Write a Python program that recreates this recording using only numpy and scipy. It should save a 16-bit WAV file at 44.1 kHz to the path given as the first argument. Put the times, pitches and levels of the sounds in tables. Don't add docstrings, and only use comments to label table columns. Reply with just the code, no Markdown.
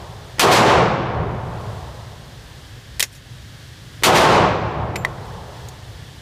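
import sys
import numpy as np
from scipy import signal
from scipy.fft import rfft, irfft, next_fast_len
from scipy.io import wavfile
from scipy.ndimage import uniform_filter1d, minimum_filter1d

SR = 44100
rng = np.random.default_rng(int(sys.argv[2]) if len(sys.argv) > 2 else 0)


def store_pcm(level_fs):
    pcm = np.round(np.clip(level_fs, -1, 1) * 32767).astype(np.int16)
    wavfile.write(sys.argv[1], SR, np.atleast_2d(pcm).T)


N = 273859


def amp(db):
    return 10 ** (np.asarray(db) / 20)


def evened(x):
    return x / np.sqrt(np.mean(x ** 2) + 1e-20)


def read(table, hz, axis=1):
    columns = np.transpose(table)
    return np.interp(np.log(hz + 1), np.log(columns[0] + 1), columns[axis])


def add(mix, start_s, sound):
    at = round(start_s * SR)
    sound = sound[max(-at, 0):]
    part = mix[max(at, 0):][:len(sound)]
    part += sound[:len(part)]


def pink(size):
    hz = np.fft.rfftfreq(size, 1 / SR)
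    white = rfft(rng.standard_normal(size))
    return white * np.sqrt(SR / (2 * np.log(2) * np.maximum(hz, 20))), hz


# pitch_hz [Hz], level_db [dB per octave]
VENTILATION = [(20, -68), (35, -59), (50, -48), (63, -41), (80, -45.5), (105, -38.5), (145, -42),
               (190, -52), (300, -54), (900, -56.5), (1350, -54), (1700, -48), (2400, -54), (3300, -47.5),
               (4900, -50.5), (6300, -53.5), (10000, -58), (15000, -62)]


def ventilation(waver_db=.5):
    spectrum, hz = pink(2 * next_fast_len(N // 2 + 1, real=True))
    air = irfft(spectrum * amp(read(VENTILATION, hz)))[:N]
    waver = signal.resample(rng.standard_normal(40), 640)
    flow = np.interp(np.arange(N), np.linspace(0, N, len(waver)), amp(waver_db * waver))
    return air * flow


def struck(blows, modes, contact_s=.00008):
    out, t = np.zeros(N), np.arange(SR // 2) / SR
    ring = sum(amp(db - 60 * t / t60) * np.sin(2 * np.pi * hz * t) for hz, db, t60 in modes)
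    onset = 1 - np.exp(-t / contact_s)
    for start_s, level_db in blows:
        add(out, start_s, amp(level_db) * ring * onset)
    return out


# start_s [s], level_db [dB]
CASE_BOUNCES = [(4.5958, -48), (4.712, -49), (4.959, -30)]
# pitch_hz [Hz], level_db [dB], t60_s [s]
CASE_MODES = [(7262, 0, .22), (7295, -8, .22), (13210, -8, .2), (12900, -14, .3), (14580, -14, .12)]


def spent_case():
    return struck(CASE_BOUNCES, CASE_MODES)


# pitch_hz [Hz], level_db [dB per octave]
CLACK_COLOUR = [(60, -58), (280, -32), (480, -22), (900, -21), (1300, -16), (2100, -6), (2900, -8),
                (4500, -6), (9000, -5), (15000, -7.5)]


def clack(level_db, contact_s, t60_s, ring_hz, tilt_db, ring_db=7, width_octaves=.22):
    t = np.arange(8192) / SR
    spectrum, hz = pink(len(t))
    resonance = np.exp(-(np.log2((hz + 1) / ring_hz) / width_octaves) ** 2)
    tilt = tilt_db * np.log2(np.maximum(hz, 300) / 3000)
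    burst = evened(irfft(spectrum * amp(read(CLACK_COLOUR, hz) + ring_db * resonance + tilt)))
    decay = amp(level_db - 60 * np.maximum(t - contact_s, 0) / t60_s)
    return burst * decay * (1 - np.exp(-t / .0003))


# start_s [s], level_db [dB]
BENCH_KNOCKS = [(5.0488, -3.5)]
# pitch_hz [Hz], level_db [dB], t60_s [s]
BENCH_MODES = [(1100, -10, .03), (1280, -8, .018), (1884, 0, .022), (1990, 0, .024), (3176, -16, .015),
               (4452, -24, .04)]


def bench_knock(click_db=-11):
    out = struck(BENCH_KNOCKS, BENCH_MODES, contact_s=.0003)
    for start_s, level_db in BENCH_KNOCKS:
        click = clack(level_db + click_db, contact_s=.001, t60_s=.02, ring_hz=4000, tilt_db=-4.3)
        add(out, start_s, click)
    return out


# start_s [s], level_db [dB],
# contact_s [s], t60_s [s], ring_hz [Hz], tilt_db [dB per octave]
HARD_CLACKS = [(2.9957, -14, .0015, .014, 9200, 0), (3.0024, -10.3, .004, .036, 3400, .6),
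               (3.0262, -6, .0035, .005, 6300, -.7), (3.0318, -15, .002, .06, 6300, -2),
               (4.9572, -15.8, .0045, .035, 2400, -4.7), (5.6858, -37, .002, .04, 7000, 1.5)]


def hard_clacks():
    out = np.zeros(N)
    for start_s, *blow in HARD_CLACKS:
        add(out, start_s, clack(*blow))
    return out


def hammer(lead_s=.011, level_db=-26):
    out = np.zeros(N)
    for start_s, *_ in SHOTS:
        fall = clack(level_db, contact_s=.003, t60_s=.028, ring_hz=1000, tilt_db=-9)
        add(out, start_s - lead_s, fall)
    return out


def near_room(x, booth_db=-19, booth_t60=.13, echo_db=-28.5, echo_s=.122, echo_t60=.16):
    t, response = np.arange(SR // 4) / SR, np.zeros(SR // 2)
    for delay_s, level_db, t60_s in [(.003, booth_db, booth_t60), (echo_s, echo_db, echo_t60)]:
        taps = rng.standard_normal(len(t)) * amp(-60 * t / t60_s)
        add(response, delay_s, amp(level_db) * taps / np.linalg.norm(taps))
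    return x + signal.oaconvolve(x, response)[:N]


def reverberation(table, rise_s, size, count, modes=(), loss_db_per_hz=0):
    spectrum, hz = pink(count)
    resonance_db = sum(db / (1 + ((hz - centre) / width) ** 2) for centre, width, db in modes)
    noise = irfft(spectrum * amp(read(table, hz) + resonance_db - loss_db_per_hz * hz))
    hz, t, bands = signal.stft(noise, SR, nperseg=size)
    bands = bands * amp(-60 * t / read(table, hz, axis=2)[:, None])
    tail = signal.istft(bands, SR, nperseg=size)[1][:count]
    return tail * (1 - np.exp(-np.arange(count) / SR / rise_s)) ** 2


# pitch_hz [Hz], level_db [dB per octave], t60_s [s]
BOOTH_BLAST = [(25, -30, .3), (70, -9, .3), (250, 2, .22), (700, 10, .22), (1600, 14.5, .23),
               (3300, 18, .25), (7000, 14.5, .21), (14000, 9.5, .17)]
HALL_REVERB = [(25, -31, 2), (65, -7, 2.2), (130, 3, 2), (230, 5.5, 1.27), (420, 15.3, 1.2),
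               (750, 18.8, 1.15), (1100, 18.5, 1.13), (1600, 12, 1.16), (3000, 9.2, 1.07), (6000, 3.5, .87),
               (11000, -3, .55), (15000, -6.5, .44)]
HALL_LINGER = [(25, -45, 4), (120, -19.5, 4.4), (240, -29, 3.1), (480, -15.5, 3.2), (1000, -12.3, 2.95),
               (1700, -19, 2.5), (4000, -24, 1.6), (12000, -45, .7)]
WALL_ECHO = [(30, -40, .5), (200, -7, .5), (900, 4, .45), (2000, 10, .38), (3500, 11.5, .36),
             (7000, 7, .33), (14000, -1, .26)]
DULL_ROLL = [(25, -35, .8), (120, -9, .8), (240, -19, .7), (500, -15, .7), (1000, -15, .65),
             (2000, -30, .5), (8000, -65, .3)]
# pitch_hz [Hz], width_hz [Hz, centre to half the dB], boost_db [dB]
HALL_RESONANCES = [(66, 8, 3), (112, 10, 4), (164, 10, 3), (206, 7, 3), (290, 15, -2), (350, 12, 4),
                   (418, 8, 5), (744, 7, 5), (880, 16, 3), (1072, 9, 5)]
# delay_s [s], level_db [dB relative to the blast]
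ROLL_RETURNS = [(.3, 2), (.71, 2.5)]
# start_s [s], level_db [dB],
# echo_db [dB relative to the blast], echo_delay_s [s]
SHOTS = [(-1.42, 0, 0, .11), (.3945, .6, 4, .111), (4.0345, -1.2, 1.3, .105)]


def shots(second_trip_s=.24, second_trip_db=-4.5):
    out = np.zeros(N)
    for start_s, level_db, echo_db, echo_delay_s in SHOTS:
        blast = amp(level_db)
        hall = reverberation(HALL_REVERB, rise_s=.029, size=1024, count=98304, modes=HALL_RESONANCES)
        add(out, start_s, blast * hall)
        linger = reverberation(HALL_LINGER, rise_s=.1, size=1024, count=131072, modes=HALL_RESONANCES)
        add(out, start_s, blast * linger)
        add(out, start_s, blast * reverberation(BOOTH_BLAST, rise_s=.0002, size=256, count=16384))
        echo = reverberation(WALL_ECHO, rise_s=.012, size=256, count=24576)
        add(out, start_s + echo_delay_s, amp(level_db + echo_db) * echo)
        again = reverberation(WALL_ECHO, rise_s=.035, size=256, count=24576, loss_db_per_hz=.0008)
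        add(out, start_s + second_trip_s, amp(level_db + second_trip_db) * again)
        for delay_s, roll_db in ROLL_RETURNS:
            roll = reverberation(DULL_ROLL, rise_s=.04, size=1024, count=32768)
            add(out, start_s + delay_s, amp(level_db + roll_db) * roll)
    return out


def scene():
    small = spent_case() + bench_knock() + hard_clacks() + hammer()
    return (ventilation() + near_room(small) + shots())[None]


def held(over_db, db_per_s):
    fall = np.arange(N) / SR * db_per_s
    return np.maximum.accumulate(over_db + fall) - fall


def gain_control(x, limit_db=-10.5, fast_db_per_s=140., slow_db_per_s=22., slow_range_db=14.3,
                 hold_s=.15, treble_db=-4):
    treble = amp(treble_db) * np.diff(x, prepend=0)
    power = uniform_filter1d(x ** 2 + treble ** 2, size=220)
    over_db = np.maximum(10 * np.log10(abs(power) + 1e-12) - limit_db, 0)
    half = round(hold_s * SR / 2)
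    recent_db = -minimum_filter1d(-over_db, 2 * half + 1, origin=half)
    fast_cut_db = held(over_db, fast_db_per_s)
    slow_cut_db = held(np.minimum(recent_db, slow_range_db), slow_db_per_s)
    cut_db = np.maximum(fast_cut_db, slow_cut_db)
    return x * amp(-uniform_filter1d(cut_db, size=170))


def record(dry, ceiling=.72, edge_hz=15350):
    x = gain_control(dry[0])
    x = x / (1 + (x / ceiling) ** 6) ** (1 / 6)
    lowpass = signal.firwin(301, edge_hz, window=("kaiser", 9), fs=SR)
    return signal.oaconvolve(x, lowpass, "same")[None]


dry = scene()
out = record(dry)
store_pcm(out)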